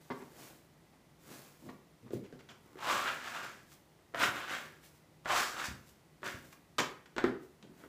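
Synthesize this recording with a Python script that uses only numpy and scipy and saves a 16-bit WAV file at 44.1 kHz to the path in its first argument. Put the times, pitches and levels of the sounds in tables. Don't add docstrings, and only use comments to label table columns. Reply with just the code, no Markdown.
import sys
import numpy as np
from scipy import signal
from scipy.fft import rfft
from scipy.io import wavfile
from scipy.ndimage import uniform_filter1d

SR = 44100
rng = np.random.default_rng(int(sys.argv[2]) if len(sys.argv) > 2 else 0)


def waveform_to_disk(signal):
    frames = np.transpose(np.atleast_2d(signal))
    scaled = np.clip(frames, -1, 1) * 32767
    samples = np.round(scaled).astype(np.int16)
    wavfile.write(sys.argv[1], SR, samples)


N = 347508

# (start [s], rise [s], fall [s], level [dB], extra for suction [dB])
DOUGH_PEELS = [(0, 0.012, 0.49, -67.5, 5), (0.099, .08, 0.42, -69.5, 8), (.31, 0.12, 0.2, -56, 6),
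               (1.19, 0.13, 0.34, -55.5, 6), (1.56, .1, .13, -67.5, -1.5), (2.115, 0.026, 0.026, -56, 9),
               (3.66, 0.075, .04, -59, -6), (4.81, 0.038, 0.079, -59, -16.5),
               (4.91, 0.053, 0.053, -68.5, -4), (5.819, 0.074, 0.041, -61.5, -5),
               (6.38, 0.074, 0.12, -64.5, 5), (6.505, 0.027, 0.019, -60.5, -5), (7.38, 0.055, .07, -68, -3),
               (7.7, 0.12, 0.097, -66, 12.5)]
# (time [s], level [dB], dull above [Hz], contact time [s])
DOUGH_PATS = [(0.102, -37, 1200, 0.02), (.208, -50.5, 1130, .022), (.932, -63, 1500, 0.013),
              (1.3, -53, 500, 0.017), (1.621, -55, 395, 0.063), (1.66, -48.5, 296, 0.049),
              (1.688, -46.5, 1380, 0.013), (2.028, -50, 150, 0.04), (2.064, -57.5, 1100, .026),
              (2.14, -38, 126, 0.033), (2.329, -47.5, 190, 0.031), (7.263, -38, 120, 0.028),
              (7.631, -54, 402, .024), (7.695, -58.5, 297, 0.023), (7.836, -58, 900, .018)]
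# (time [s], wood thump [dB], plastic clack [dB], sharp tick [dB])
TABLE_KNOCKS = [(2.107, -39, -56, -63), (2.134, -32, -64, -63), (2.326, -47, -57, -64.5),
                (2.756, -50.5, -58, -70), (3.99, -65, -65, -80), (4.139, -54, -50, -75),
                (4.1464, -52, -32, -52), (5.258, -59, -34.5, -54), (6.22, -53, -61, -68),
                (6.2314, -48, -39, -67), (7.1648, -39, -39, -49.5), (7.182, -39, -29.5, -40.5),
                (7.2411, -22.5, -28, -46), (7.627, -70, -58.5, -57), (7.838, -50.5, -53.5, -71)]
# (time [s], level [dB], length [s])
EDGE_FLICKS = [(2.238, -72.5, 0.028), (2.391, -69, .019), (2.488, -63, 0.028), (3.717, -66.5, 0.0034),
               (4.832, -74.5, 0.014), (4.857, -75, .003), (6.527, -63.5, 0.0022), (6.783, -37, 0.022),
               (7.058, -65, 0.0037)]
# (start [s], rise [s], fall [s], level [dB],
# extra for grit [dB], extra for rumble [dB], blade pitch at the peak [Hz])
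SCRAPER_PUSHES = [(2.53, 0.16, 0.42, -68, -12, 5, 990), (2.77, 0.15, 0.34, -31, -8.5, -14, 1115),
                  (2.99, 0.099, 0.13, -34, -14.5, -14, 1530), (3.15, 0.13, 0.26, -41.5, -9, -11.5, 1430),
                  (3.311, 0.044, 0.18, -38.5, -12.5, -15, 1220),
                  (3.409, 0.024, 0.21, -45.5, -5.5, -9.5, 1550),
                  (4.152, 0.089, 0.082, -26, -9.5, -10.5, 1470),
                  (4.31, 0.059, 0.29, -38.5, -13.5, -11, 1260),
                  (4.44, 0.085, 0.19, -36.5, -10, -11.5, 1520), (5.247, 0.075, 0.29, -30, -9, -21, 1010),
                  (5.32, 0.055, .2, -32, 1, -14, 1420), (5.52, 0.081, 0.12, -37, -9.5, -10, 1370),
                  (5.59, 0.07, 0.061, -39, -1, -15, 1690), (6.224, 0.04, 0.16, -38.5, -8.5, -7.5, 1500)]
# (time [s], level [dB])
DOUGH_BUMPS = [(4.289, -56), (5.684, -46.5), (5.713, -46.5), (6.344, -49), (7.268, -47)]

# (frequency [Hz], level [dB])
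THREAD_TONE = [(300, -19), (1500, -0.5), (3000, 1), (7500, 2.5), (9000, -1), (15500, 0)]
SUCTION_TONE = [(30, -27), (120, -7.5), (280, 4), (550, -0.5), (900, -4.5), (1600, -6), (3000, -14.5),
                (8000, -38)]
AIR_TONE = [(15, -51), (25, -28), (69, -9.5), (93, -10.5), (125, -10), (158, -6.5), (264, -15),
            (301, -12.5), (475, -17), (709, -18), (1500, -25.5), (2130, -27.5), (2780, -28.5), (5010, -32),
            (15000, -38.5)]
PAT_TONE = [(25, -24), (80, -20.5), (150, -1), (250, 1), (400, 0), (700, -6.5), (1080, -1), (1500, -7),
            (2000, 0), (2600, -7), (4000, -2.5), (15000, -19.5)]
THUMP_TONE = [(20, -53), (70, -24), (150, -17.5), (260, -4), (370, 5), (480, -1), (700, -16.5),
              (1200, -36.5), (4000, -69)]
CLACK_TONE = [(200, -14.5), (600, -1.5), (1000, -4.5), (1400, 0.5), (1800, -2.5), (2300, -12), (3500, -18),
              (7000, -44)]
TICK_TONE = [(800, -14), (3000, 18), (6000, 5.5), (8000, 4.5), (10000, -25.5), (15000, -25)]
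FLICK_TONE = [(25, -44), (80, -12.5), (250, 4), (700, 0), (1400, 3.5), (2400, -0.5), (3300, -11.5),
              (5000, -10), (7500, -12), (9000, -36), (15500, -64)]
CATCH_TONE = [(200, -12), (700, -5), (1200, -5), (1700, -6), (2300, -4), (4000, -14), (12000, -27)]
RASP_TONE = [(200, -51.5), (500, -6), (900, -5), (1600, -1.5), (2200, -9), (2800, -3.5), (3800, -6.5),
             (5500, -28), (12000, -41)]
GRIT_TONE = [(1500, -40), (3200, -3.5), (4800, 3), (6000, 1.5), (7700, 1), (8500, -6), (11000, -9.5),
             (15500, -11)]
RUMBLE_TONE = [(25, -43), (60, -16), (120, -7.5), (260, -0.5), (400, 0.5), (650, -8.5), (1000, -17.5),
               (2000, -22)]
BUMP_TONE = [(20, -34), (40, -14), (70, 2), (130, -5), (250, -5), (800, -40), (3000, -88), (12000, -100)]

# (pitch [Hz], filter width [Hz], level [dB])
ROOM_HUMS = [(151.3, 20, -71), (317, 140, -76.5), (1980, 260, -82.5)]
# (pitch [Hz], level [dB], time to fade by 60 dB [s])
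TABLE_NOTES = [(132.8, 7.5, 0.42), (257.6, 8, 0.29), (341, -11, 0.39), (380, 1.5, 0.45), (520, -21, 0.79),
               (643, -4, 0.19), (728, 6.5, 0.22), (949, 1, .3), (1105, 0, 0.24), (1220, -11, 0.36),
               (1520, -1, 0.41), (1735, -19, 0.37)]
# (frequency [Hz], time to fade by 60 dB [s])
ECHO_TIMES = [(150, 0.5), (400, 0.47), (1000, 0.43), (2800, 0.38), (7000, 0.31), (15000, 0.4)]


def amp(db):
    return 10 ** (np.asarray(db) / 20)


def unit(x):
    return x / np.sqrt(np.mean(x ** 2) + 1e-20)


def look_up(table, hz):
    row_hz, value = np.transpose(table)
    return np.interp(np.log(hz + 1), np.log(row_hz + 1), value)


def add(mix, start, sound):
    part = mix[max(round(start * SR), 0):][:len(sound)]
    part += sound[:len(part)]


def click(tone, size=2048):
    log_gain = np.log(amp(look_up(tone, abs(np.fft.fftfreq(size, 1 / SR)))))
    spectrum = np.exp(np.conj(signal.hilbert(log_gain)))
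    pulse = np.fft.ifft(spectrum).real
    return pulse / np.linalg.norm(pulse)


def colour(x, tone):
    return signal.oaconvolve(x, click(tone))[:len(x)]


def resonate(x, hz, width_hz):
    turn = np.exp(2j * np.pi * np.cumsum(hz * np.ones(len(x))) / SR)
    decay = np.exp(-np.pi * width_hz / SR)
    ringing = turn * signal.lfilter([1], [1, -decay], x / turn + 1e-18)
    return np.sqrt(2 * (1 - decay * decay)) * ringing.real


def slips(per_s, spread_db):
    size = amp(spread_db * np.minimum(rng.exponential(1, N), 4))
    return unit(size * rng.standard_normal(N) * (rng.random(N) < per_s / SR))


def swell(start, rise, fall, rise_db, fall_db, rise_shape, fall_shape):
    gain = np.zeros(N)
    t = np.arange(SR) / SR
    building = np.maximum(1 - t / rise, 0)
    easing = np.maximum(t - rise, 0) / fall
    add(gain, start, amp(-rise_db * building ** rise_shape - fall_db * easing ** fall_shape))
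    return gain


def contact(length, fade_s):
    t = np.arange(SR // 4) / SR
    return rng.standard_normal(len(t)) * np.exp(-np.maximum(t - length, 0) / fade_s)


def peeling():
    pull, suction = np.zeros((2, N))
    for start, rise, fall, db, suction_db in DOUGH_PEELS:
        lift = amp(db) * swell(start, rise, fall, rise_db=20.5, fall_db=23,
                               rise_shape=1.36, fall_shape=1.34)
        pull += lift
        suction += lift * amp(suction_db)
    threads = colour(pull * slips(per_s=4500, spread_db=-1), THREAD_TONE)
    pockets = colour(suction * slips(per_s=1700, spread_db=1), SUCTION_TONE)
    return amp(-0.5) * threads + amp(-7.5) * pockets


def room_tone():
    room = amp(-65) * unit(colour(rng.standard_normal(N), AIR_TONE))
    for hz, width_hz, db in ROOM_HUMS:
        broad_hum = resonate(rng.standard_normal(N), hz, width_hz)
        room += amp(db) * unit(resonate(broad_hum, hz, width_hz))
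    return room


def pats():
    out = np.zeros(N)
    for start, db, dull_hz, length in DOUGH_PATS:
        muffle = signal.butter(2, dull_hz, fs=SR)
        soft = signal.lfilter(*muffle, contact(length, fade_s=0.0042))
        wet = amp(-40) * contact(length, fade_s=0.01)
        boost = np.sqrt(1500 / dull_hz)
        add(out, start, amp(db) * (soft + wet) * boost)
    return amp(3.5) * colour(out, PAT_TONE)


def chatter(rattle_db, fade_s):
    rattle = contact(0, fade_s)
    blow = amp(rattle_db) * rattle / np.linalg.norm(rattle)
    blow[0] = 1
    return blow / np.linalg.norm(blow)


def knocks():
    out = np.zeros(N)
    for start, thump_db, clack_db, tick_db in TABLE_KNOCKS:
        thump = amp(thump_db) * colour(chatter(rattle_db=-4, fade_s=0.0088), THUMP_TONE)
        clack = amp(clack_db) * colour(chatter(rattle_db=2.5, fade_s=0.015), CLACK_TONE)
        tick = amp(tick_db) * colour(chatter(rattle_db=-2, fade_s=0.013), TICK_TONE)
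        add(out, start, amp(24.5) * (thump + clack + tick))
    return out


def flicks(start_hz=3700, end_hz=2200):
    out = np.zeros(N)
    for start, db, length in EDGE_FLICKS:
        skid = colour(contact(length, fade_s=0.01), FLICK_TONE)
        squeak_hz = np.interp(np.arange(len(skid)) / SR, [0, length], [start_hz, end_hz])
        squeak = resonate(contact(length, fade_s=0.0025), squeak_hz, width_hz=490)
        add(out, start, amp(db) * (amp(8) * skid + amp(3.5) * squeak))
    return out


def pushing(grit_db_per_s=19, blade_hz_per_s=840):
    t = np.arange(N) / SR
    power, grit, rumble, blade = np.zeros((4, N))
    for start, rise, fall, db, grit_db, rumble_db, hz in SCRAPER_PUSHES:
        shape = swell(start, rise, fall, rise_db=26.5, fall_db=26.5, rise_shape=1.52, fall_shape=0.94)
        push = (amp(db) * shape) ** 2
        past_peak = t - start - rise
        power += push
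        grit += push * (grit_db + grit_db_per_s * past_peak)
        rumble += (amp(db + rumble_db) * shape ** 0.52) ** 2
        blade += push * (hz + blade_hz_per_s * past_peak)
    return np.sqrt(power), grit / (power + 1e-20), np.sqrt(rumble), blade / (power + 1e-20)


def scraper():
    force, grit_db, shake, blade_hz = pushing()
    wobble = unit(uniform_filter1d(rng.standard_normal(N), size=300))
    judder = force * amp(1.44 * wobble)
    catches = colour(judder * slips(per_s=3000, spread_db=-0.5), CATCH_TONE)
    blade = amp(-10.5) * resonate(catches, blade_hz, width_hz=480)
    rasp = amp(-8) * colour(judder * slips(per_s=5000, spread_db=2), RASP_TONE)
    grit = amp(-3.5) * colour(force * slips(per_s=14000, spread_db=3.5) * amp(grit_db), GRIT_TONE)
    rumble = amp(-6.5) * colour(shake * slips(per_s=2300, spread_db=5), RUMBLE_TONE)
    return blade + rasp + grit + rumble


def bumps():
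    out = np.zeros(N)
    thud = click(BUMP_TONE, size=4096)
    for start, db in DOUGH_BUMPS:
        add(out, start, amp(db + 27) * thud)
    return out


def table_ring(x):
    t = np.arange(SR // 2) / SR
    ring = sum(amp(db - 60 * t / fade_s) * np.sin(2 * np.pi * hz * t) for hz, db, fade_s in TABLE_NOTES)
    return signal.oaconvolve(x, ring / abs(rfft(ring)).max())[:N]


def reflections(gap_s=0.0058, build_s=0.0059):
    size = SR * 2 // 3
    bounces = rng.choice([-1., 1.], size) * (rng.random(size) < 0.12)
    hz, t, bands = signal.stft(bounces, SR, nperseg=256)
    fading = amp(-60 * t / look_up(ECHO_TIMES, hz)[:, None])
    tail = signal.istft(bands * fading, SR, nperseg=256)[1]
    tail *= np.clip((np.arange(len(tail)) / SR - gap_s) / build_s, 0, 1)
    return tail / np.linalg.norm(tail)


def kitchen_echo(x, count=3, moves_per_s=1.204):
    turn = np.pi * moves_per_s * np.arange(N) / SR
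    shares = [np.sqrt(2 / count) * np.cos(turn + np.pi * k / count) for k in range(count)]
    return sum(signal.oaconvolve(x * share, reflections())[:N] for share in shares)


def scene():
    blows = knocks() + pats() + flicks() + bumps()
    rubbing = scraper() + peeling()
    direct = blows + rubbing
    ring = table_ring(amp(11) * blows + amp(7.5) * rubbing)
    return (direct + ring + amp(-4.5) * kitchen_echo(direct) + room_tone())[None]


def record(dry):
    treble_cut = signal.firwin(511, cutoff=15450, window=("kaiser", 9), fs=SR)
    return signal.oaconvolve(dry, treble_cut[None], "same")


dry = scene()
out = record(dry)
waveform_to_disk(out)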